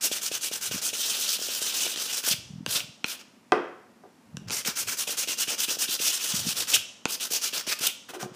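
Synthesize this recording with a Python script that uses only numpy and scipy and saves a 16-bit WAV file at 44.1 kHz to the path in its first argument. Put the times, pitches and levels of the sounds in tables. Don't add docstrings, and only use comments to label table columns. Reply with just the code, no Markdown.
import sys
import numpy as np
from scipy import signal
from scipy.io import wavfile
from scipy.ndimage import uniform_filter1d

SR = 44100
rng = np.random.default_rng(int(sys.argv[2]) if len(sys.argv) > 2 else 0)


def wav_out(sig):
    wavfile.write(sys.argv[1], SR, np.round(np.clip(np.atleast_2d(sig).T, -1, 1) * 32767).astype(np.int16))


N = 368235


def sanding(uneven_db=2.0, chatter_db=2.0, patch_db=2.1, grip_scatter=0.02):
    # (start [s], length [s], level [dB], swell from start to end [dB], kind)
    strokes = [(.008, .08, -24, 10.5, "push"), (0.112, 0.092, -29.5, -1, "pull"),
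               (0.212, 0.082, -27.5, 6, "push"), (.31, 0.076, -30, 6, "pull"),
               (0.408, 0.088, -28.5, 4, "push"), (0.512, 0.084, -32, -0.5, "pull"),
               (0.607, 0.089, -28, 7.5, "push"), (0.709, 0.1, -31.5, 0.5, "pull"),
               (0.814, 0.099, -27, 5.5, "push"), (.928, .044, -30.5, 5, "pull"),
               (.963, 0.093, -29.5, -2.5, "out"), (1.032, 0.066, -30, -2, "in"),
               (1.077, 0.075, -28.5, -5, "out"), (1.132, 0.075, -31, -2, "in"),
               (1.19, 0.079, -28.5, -4, "out"), (1.253, 0.076, -28, -0.5, "in"),
               (1.312, 0.064, -28.5, -5, "out"), (1.378, 0.16, -33.5, -5.5, "out"),
               (1.474, .13, -31, 3.5, "in"), (1.598, .044, -30, 6.5, "in"),
               (1.635, 0.099, -29.5, -6, "out"), (1.709, 0.095, -30, 5, "in"),
               (1.783, 0.099, -28, -3, "out"), (1.874, 0.081, -32, -7, "out"), (1.948, .14, -32, 0.5, "in"),
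               (2.072, 0.14, -30, 1, "in"), (2.228, 0.077, -28, 11.5, "drag"),
               (2.301, .032, -23, 7, "flick"), (2.329, 0.031, -42, -13, "shiver"),
               (2.665, 0.16, -29, -3.5, "ease"), (2.75, 0.033, -28.5, 2, "flick"),
               (3.047, .12, -35, -5.5, "ease"), (3.187, 0.038, -48.5, -8, "brush"),
               (4.471, 0.028, -46.5, 2, "brush"), (4.503, .12, -29, 9, "push"),
               (4.648, 0.078, -29.5, -0.5, "pull"), (4.753, 0.089, -28, 6, "push"),
               (4.868, .09, -29.5, 1, "pull"), (4.968, 0.078, -27.5, 6, "push"),
               (5.07, 0.09, -31.5, -.5, "pull"), (5.168, 0.084, -26, 4.5, "push"),
               (5.273, 0.079, -28.5, 1, "pull"), (5.372, 0.074, -24.5, 11, "push"),
               (5.472, 0.086, -28.5, 3, "pull"), (5.578, 0.08, -25, 9, "push"),
               (5.676, 0.087, -28, 3, "pull"), (5.784, 0.081, -25, 5.5, "push"),
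               (5.876, 0.093, -27.5, 1, "in"), (5.988, .071, -28, 1.5, "in"),
               (6.039, 0.08, -25, -0.5, "out"), (6.112, 0.08, -29, -7, "in"),
               (6.182, .088, -30.5, 4.5, "in"), (6.252, 0.095, -29, -6.5, "out"),
               (6.336, .12, -31, -13, "out"), (6.426, .11, -29.5, 5.5, "out"),
               (6.542, .12, -28.5, -8, "ease"), (6.671, 0.071, -27.5, 7.5, "drag"),
               (6.734, .032, -19, 4, "flick"), (6.767, 0.015, -34, -14, "shiver"),
               (7.067, .1, -31, 3, "ease"), (7.198, 0.083, -30.5, 0, "pull"), (7.303, .089, -26, 4, "push"),
               (7.412, .088, -27, 5.5, "push"), (7.524, 0.1, -30.5, 1.5, "pull"),
               (7.666, 0.076, -28, 6, "drag"), (7.788, .01, -32.5, 2, "drag"),
               (7.802, .064, -28, 11.5, "drag"), (7.866, 0.012, -21, -3, "flick"),
               (7.877, 0.034, -37, -3, "shiver"), (8.084, 0.041, -43.5, -12, "brush"),
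               (8.127, .05, -45.5, -6, "brush"), (8.189, 0.076, -42.5, -10, "brush"),
               (8.323, 0.057, -49, 8, "brush")]
    kinds = {"push": (0.3, 0.65, 6252, 3020, -3.2, -0.9, 7.5, 0.9),
             "pull": (0.28, .51, 5950, 3012, -4, .2, -12, 4.5),
             "out": (0.43, 0.35, 5950, 3154, -3, 2.1, 8, 1.4),
             "in": (0.48, 0.39, 5650, 3210, -4, 0.5, -9.5, 1.9),
             "ease": (0.94, 0.73, 5650, 3080, -2, 1, 0, 3.5),
             "drag": (0.18, 0.35, 5550, 2948, -2, 1.3, 5, 5),
             "flick": (0.3, 0.44, 5500, 3153, -3, 5.5, -3, 1),
             "shiver": (-0.6, 0.3, 5200, 2850, -14, 11, -3.5, 7),
             "brush": (0.8, 0.6, 5600, 3000, -6.5, 2, -1, 11.5)}
    # (time [s], scratch pitch [x], ring pitch [x], ring [dB], rasp [dB], treble [dB])
    hold = [(0, 1.03, 1, -.5, -1.5, -.3), (.8, 1.02, 1.01, -.5, -0.5, -0.5),
            (1.05, 1, 1.03, .5, -0.5, -0.2), (1.3, 0.97, 1.02, .3, -1, -0.2), (1.6, 1.01, 1, .3, 0, 0.5),
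            (1.9, .99, 0.97, 1.5, 2, 0), (2.15, 1.01, 1.01, -1, -1, 1), (2.7, 0.99, 1.06, .5, 1, 0),
            (3.1, 0.94, 1, 3, 2, -1), (4.5, 0.93, .92, -.5, 3, -0.5), (4.9, 1, 0.99, -1.5, 1, 1),
            (5.3, 1.01, .99, 1.5, 0.1, -.3), (5.7, 0.98, 1.02, -.5, -0.1, 1.5),
            (6.05, 1.03, 0.99, 1, -1.5, 1), (6.3, 1.01, .99, -1, 1, -1), (6.7, 1.04, 1.03, -1, -1.5, -0.3),
            (7.2, 0.97, 1.03, 0, -1.5, 0.7), (7.5, 0.91, 0.98, 1.5, 2, 0.3),
            (7.7, 0.98, 0.9, 1.5, 0.5, -3.5), (7.85, 1.02, 1.01, -1.2, -1.5, 1.5),
            (8.1, 1.07, 1.03, 4, 5, 3), (8.35, 0.99, 0.97, -2, -.5, 0)]
    # (centre [Hz], width [Hz], level [dB])
    rasp = [(454, 600, -22.5), (920, 690, -38.5), (1484, 710, -18.5)]
    # (centre [x ring_hz], width [x ring_hz], level [dB])
    ring = [(0.823, 0.15, -15.5), (.95, 0.087, -15), (1.099, 0.26, -11.5)]
    # (centre [x scratch_hz], width [x scratch_hz], level [dB])
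    scratch = [(.7, 0.22, -11.5), (.86, 0.19, -8), (1.0, 0.18, -6.5), (1.17, 0.31, -7.5), (1.4, 0.38, -9)]
    # (centre [Hz], width [Hz], level [dB])
    hiss = [(9440, 3900, -5.5), (11850, 6500, -2.5), (15100, 1900, -3.5)]
    hold_s, *hold_columns = np.transpose(hold)
    grips = 1 + grip_scatter * rng.standard_normal((len(strokes), 2))
    out = np.zeros(N)
    for (start_s, length_s, db, swell_db, kind), grip in zip(strokes, grips):
        soft_in, soft_out, scratch_hz, ring_hz, treble_db, ring_db, ring_swell_db, rasp_db = kinds[kind]
        held = [np.interp(start_s, hold_s, column) for column in hold_columns]
        scratch_hz, ring_hz = grip * held[:2] * (scratch_hz, ring_hz)
        ring_db, rasp_db, treble_db = np.add(held[2:], (ring_db, rasp_db, treble_db))
        progress = np.linspace(0, 1, int(length_s * SR))
        arch = progress ** max(soft_in, 0.03) * (1 - progress) ** soft_out
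        speed = arch / arch.max() * undb(swell_db * (progress - 0.5))
        speed = np.pad(speed, (0, 400))
        n = len(speed)
        grain_db = uneven_db * np.minimum(rng.exponential(size=n), 4.5)
        grit = unit(undb(grain_db + chatter_db * walk(201.2, n)))
        edge = speed * undb(ring_swell_db * np.linspace(-0.5, 0.5, n))
        voices = [(hz, width_hz, gain_db + rasp_db, speed) for hz, width_hz, gain_db in rasp]
        voices += [(k * ring_hz, w * ring_hz, gain_db + ring_db, edge) for k, w, gain_db in ring]
        voices += [(k * scratch_hz, w * scratch_hz, gain_db, speed ** (0.64 + 1.04 * k))
                   for k, w, gain_db in scratch]
        voices += [(hz, width_hz, gain_db + treble_db, speed ** 2) for hz, width_hz, gain_db in hiss]
        for hz, width_hz, gain_db, drive in voices:
            patch = undb(patch_db * walk(50, n))
            clicks = drive * patch * grit * rng.standard_normal(n)
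            ringing = band(band(clicks, hz, width_hz), hz, 2 * width_hz)
            add(out, start_s, undb(db + gain_db) * np.sqrt(SR / 2 / width_hz) * ringing)
    return out


def pad_jolts():
    # (time [s], level [dB], pitch [Hz])
    jolts = [(.116, -23.5, 477), (.316, -25, 464), (.515, -28, 467), (.714, -27, 450), (.932, -30.5, 486),
             (1.392, -31.5, 500), (1.417, -31, 492), (1.488, -29.5, 480), (1.619, -30, 438),
             (1.867, -27, 517), (2.278, -25.5, 500), (4.662, -30.5, 400), (5.077, -29, 500),
             (5.094, -30, 504), (5.276, -32, 403), (5.294, -31, 407), (5.481, -30, 299), (5.685, -30, 325),
             (5.771, -30.5, 500), (5.89, -31, 293), (6.002, -28, 380), (7.312, -30.5, 386),
             (7.532, -33, 420), (7.677, -29.5, 300), (7.811, -33, 251)]
    return pulses(jolts, cycles=1.04)


def pad_twangs():
    # (time [s], level [dB], pitch [Hz])
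    twangs = [(2.805, -19, 2760), (4.888, -26, 1430), (6.742, -14, 3050), (6.746, -8, 3160),
              (6.765, -22, 1551)]
    return pulses(twangs, cycles=2.9)


def pad_taps(tick_lead_s=0.00055):
    # (time [s], peak [dB], contact [ms], pitch of the pad as held [x], tick re peak [dB])
    taps = [(1.96, -18, .1, 1.24, -6), (1.975, -20, .1, 1.3, -1), (1.988, -25, .1, 1.1, -2),
            (2.018, -26, .1, 0.86, 10), (2.18, -28, .1, 0.99, 17), (2.238, -23, .1, 0.96, 0),
            (2.663, -12.5, .15, 1.08, -4.5), (3.0434, -7.5, .15, .95, -8.5), (4.37, -25.5, .19, 1.07, 2.5),
            (4.486, -35, .1, .87, 10), (4.499, -23, .13, 0.94, 0), (4.507, -21, .28, 0.95, 5.5),
            (4.517, -26, .12, 1, 6), (4.526, -23, .17, 0.79, -5), (7.0552, -9.5, .25, .973, 0),
            (7.062, -23, .18, 1.4, -10)]
    # (frequency at pitch 1 [Hz], level [dB], t60 [s])
    modes = [(259, -12.5, 0.02), (480, -12.5, 0.018), (950, -9.5, 0.0087), (1485, -9.5, 0.017),
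             (2614, 1.5, 0.01), (3520, 3.5, 0.0028), (4330, -5.5, 0.013), (5880, -1.5, 0.013)]
    out = np.zeros(N)
    for time_s, db, contact_ms, pitch, tick_db in taps:
        add(out, time_s, undb(db) * blow(modes, contact_ms, pitch))
        add(out, time_s - tick_lead_s, undb(db + tick_db) * tick(hz=5700))
    return out


def table_knocks():
    # (time [s], peak [dB], contact [ms], tick re peak [dB])
    knocks = [(3.5207, -7, 0.33, -7.5), (3.5302, -17, .4, -29), (4.036, -41, 0.6, -27),
              (4.051, -41, 0.97, -29), (8.095, -38, 0.22, -8.5), (8.135, -32.5, 0.68, -21),
              (8.148, -30.5, 0.61, -18.5), (8.162, -34, 1.7, -20), (8.202, -42, 1.7, -8),
              (8.229, -25, 0.6, 5), (8.236, -42, 0.45, -12), (8.256, -38, 0.95, -15.5)]
    # (frequency at pitch 1 [Hz], level [dB], t60 [s])
    modes = [(210, -25, 0.092), (323, -12.5, 0.14), (368.3, -6, 0.3), (439, -10, 0.14), (526, -17.5, 0.17),
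             (750, 4.5, 0.037), (1024, -5.5, 0.073), (1206, -4, 0.12), (1563, -1.5, .05),
             (2002, -9.5, 0.057), (2570, -2, 0.038), (3220, -1.5, 0.043)]
    # (centre [Hz], level [dB], t60 [s])
    rattle = [(388, -13.5, 0.44), (770, -15, 0.31), (1300, -18.5, 0.64), (2520, -22.5, 0.55),
              (4640, -11, 0.33)]
    out = np.zeros(N)
    for time_s, db, contact_ms, tick_db in knocks:
        add(out, time_s, undb(db) * blow(modes, contact_ms, pitch=0.99, rattle=rattle))
        add(out, time_s, undb(db + tick_db) * tick(hz=4560))
    return out


def blow(modes, contact_ms, pitch, rattle=()):
    t = np.arange(int(0.5 * SR)) / SR
    place_db = 1.5 * rng.standard_normal(len(modes))
    ring = np.zeros(len(t))
    for k, (hz, db, t60_s) in enumerate(modes):
        mode = np.sin(2 * np.pi * pitch * hz * t) * 1000.0 ** (-t / t60_s)
        ring += (-1) ** k * undb(db + place_db[k]) * mode
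    attack = np.minimum(t / 0.00099, 1)
    for hz, db, t60_s in rattle:
        noise = unit(steep_band(rng.standard_normal(len(t)), hz, 0.79 * hz))
        ring += undb(db) * noise * attack * 1000.0 ** (-t / t60_s)
    push = np.sin(np.linspace(0, np.pi, int(contact_ms * SR / 1000) + 3))
    struck = signal.fftconvolve(ring, push)
    return struck / abs(struck).max()


def tick(hz, decay_ms=0.45):
    t = np.arange(int(0.01 * SR)) / SR
    burst = rng.standard_normal(len(t)) * np.exp(-1000 * t / decay_ms)
    crack = steep_band(burst, hz, 0.88 * hz)
    return crack / abs(crack).max()


def mic_thumps():
    # (time [s], level [dB], pitch [Hz])
    thumps = [(.747, -29, 220), (.76, -30, 219), (2.314, -30.5, 192), (2.341, -33, 142), (2.388, -36, 129),
              (2.508, -33, 161), (2.538, -31, 148), (2.56, -31, 171), (2.585, -31, 160),
              (2.609, -28.5, 217), (2.631, -33, 190), (2.679, -29, 175), (2.758, -36, 151),
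              (2.845, -39, 151), (2.895, -40, 140), (4.347, -29, 159), (4.374, -29, 158), (4.395, -35, 171),
              (4.42, -39, 169), (4.445, -40, 155), (4.465, -42, 147), (4.521, -40, 177), (4.687, -29, 212),
              (6.343, -24.5, 186), (6.454, -34, 185), (6.47, -23, 204), (6.485, -28, 171.3),
              (8.233, -31, 170), (8.247, -33, 160), (8.26, -33, 180), (8.32, -38, 180)]
    return pulses(thumps, cycles=1.42)


def draughts(hz=110, width_hz=120, gust_db=4):
    # (time [s], level [dB])
    contour = [(0, -78), (.55, -66), (.72, -48), (.93, -69), (2.2, -72), (2.44, -50), (2.72, -49), (3, -66),
               (3.12, -91), (4.11, -87), (4.35, -51), (4.53, -47), (4.65, -64), (4.88, -52.5), (5.1, -68),
               (6.28, -78), (6.35, -43), (6.5, -52), (6.81, -55), (7.09, -89), (8.09, -79), (8.35, -62)]
    time_s, db = np.transpose(contour)
    level = undb(np.interp(np.arange(N) / SR, time_s, db))
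    puffs = rng.standard_normal(N) * undb(gust_db * walk(30))
    return level * unit(steep_band(puffs, hz, width_hz))


def garage_tail(x, build_ms=5):
    # (centre [Hz], t60 [s], relative level [dB])
    bands = [(202, 0.61, -16), (508, 0.67, -7), (1230, 0.34, -6.5), (2810, .55, -7.5), (5600, 0.61, -12),
             (11420, 0.2, -6)]
    t = np.arange(int(0.8 * SR)) / SR
    echoes = np.zeros(len(t))
    for hz, t60_s, db in bands:
        noise = unit(steep_band(rng.standard_normal(len(t)), hz, hz))
        gain = undb(db) * np.sqrt(hz / t60_s)
        echoes += gain * noise * 1000.0 ** (-t / t60_s)
    build = np.minimum(1000 * t / build_ms, 1)
    return signal.fftconvolve(x, 4 * echoes * build / SR)[:N]


def noise_floor(level_db=-58.5, waver_db=1.2):
    # (frequency [Hz], relative density [dB])
    spectrum = [(18, -72), (30, -59), (92, -7), (150, -15.5), (222, -0.5), (304, -16.5), (794, -14),
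                (4310, -29), (4900, -26), (9390, -32.5), (15000, -35.5)]
    spectrum_hz, spectrum_db = np.transpose(spectrum)
    out = np.zeros(N)
    for hz in 40 * 2 ** np.arange(0, 8.6, 0.5):
        db = np.interp(np.log(hz), np.log(spectrum_hz), spectrum_db) + waver_db * walk(4)
        out += undb(db) * steep_band(rng.standard_normal(N), hz, hz / 2)
    return unit(out) * undb(level_db)


def pulses(events, cycles):
    out = np.zeros(N)
    for (time_s, db, hz), phase in zip(events, rng.random(len(events))):
        t = np.arange(-2 * cycles / hz, 2 * cycles / hz, 1 / SR)
        envelope = undb(db) * np.exp(-(2 * t * hz / cycles) ** 2)
        add(out, time_s + t[0], envelope * np.sin(2 * np.pi * (hz * t + phase)))
    return out


def undb(db):
    return 10 ** (np.asarray(db) / 20)


def unit(x):
    return x / np.sqrt(np.mean(x ** 2))


def band(x, hz, width_hz):
    return signal.lfilter(*signal.iirpeak(hz, hz / width_hz, fs=SR), x)


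def steep_band(x, hz, width_hz):
    return band(band(x, hz, width_hz), hz, width_hz)


def walk(rate_hz, size=N):
    step = int(SR / rate_hz)
    levels = np.repeat(rng.standard_normal(size // step + 1), step)
    return 1.05 * uniform_filter1d(levels, step)[:size]


def add(out, time_s, x):
    i = max(int(time_s * SR), 0)
    out[i:i + len(x)] += x[:len(out) - i]


def scene():
    near = sanding() + pad_jolts() + pad_twangs() + pad_taps() + table_knocks()
    mono = near + garage_tail(near) + mic_thumps() + draughts() + noise_floor()
    return np.array([mono, mono])


def record(dry, bass_hz=100, treble_hz=12000, top_hz=15330):
    thin = signal.sosfilt(signal.butter(2, bass_hz, "high", fs=SR, output="sos"), dry)
    soft = signal.sosfilt(signal.butter(1, treble_hz, fs=SR, output="sos"), thin)
    return signal.sosfilt(signal.ellip(10, 0.3, 70, top_hz, fs=SR, output="sos"), soft)


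dry = scene()
out = record(dry)
wav_out(out)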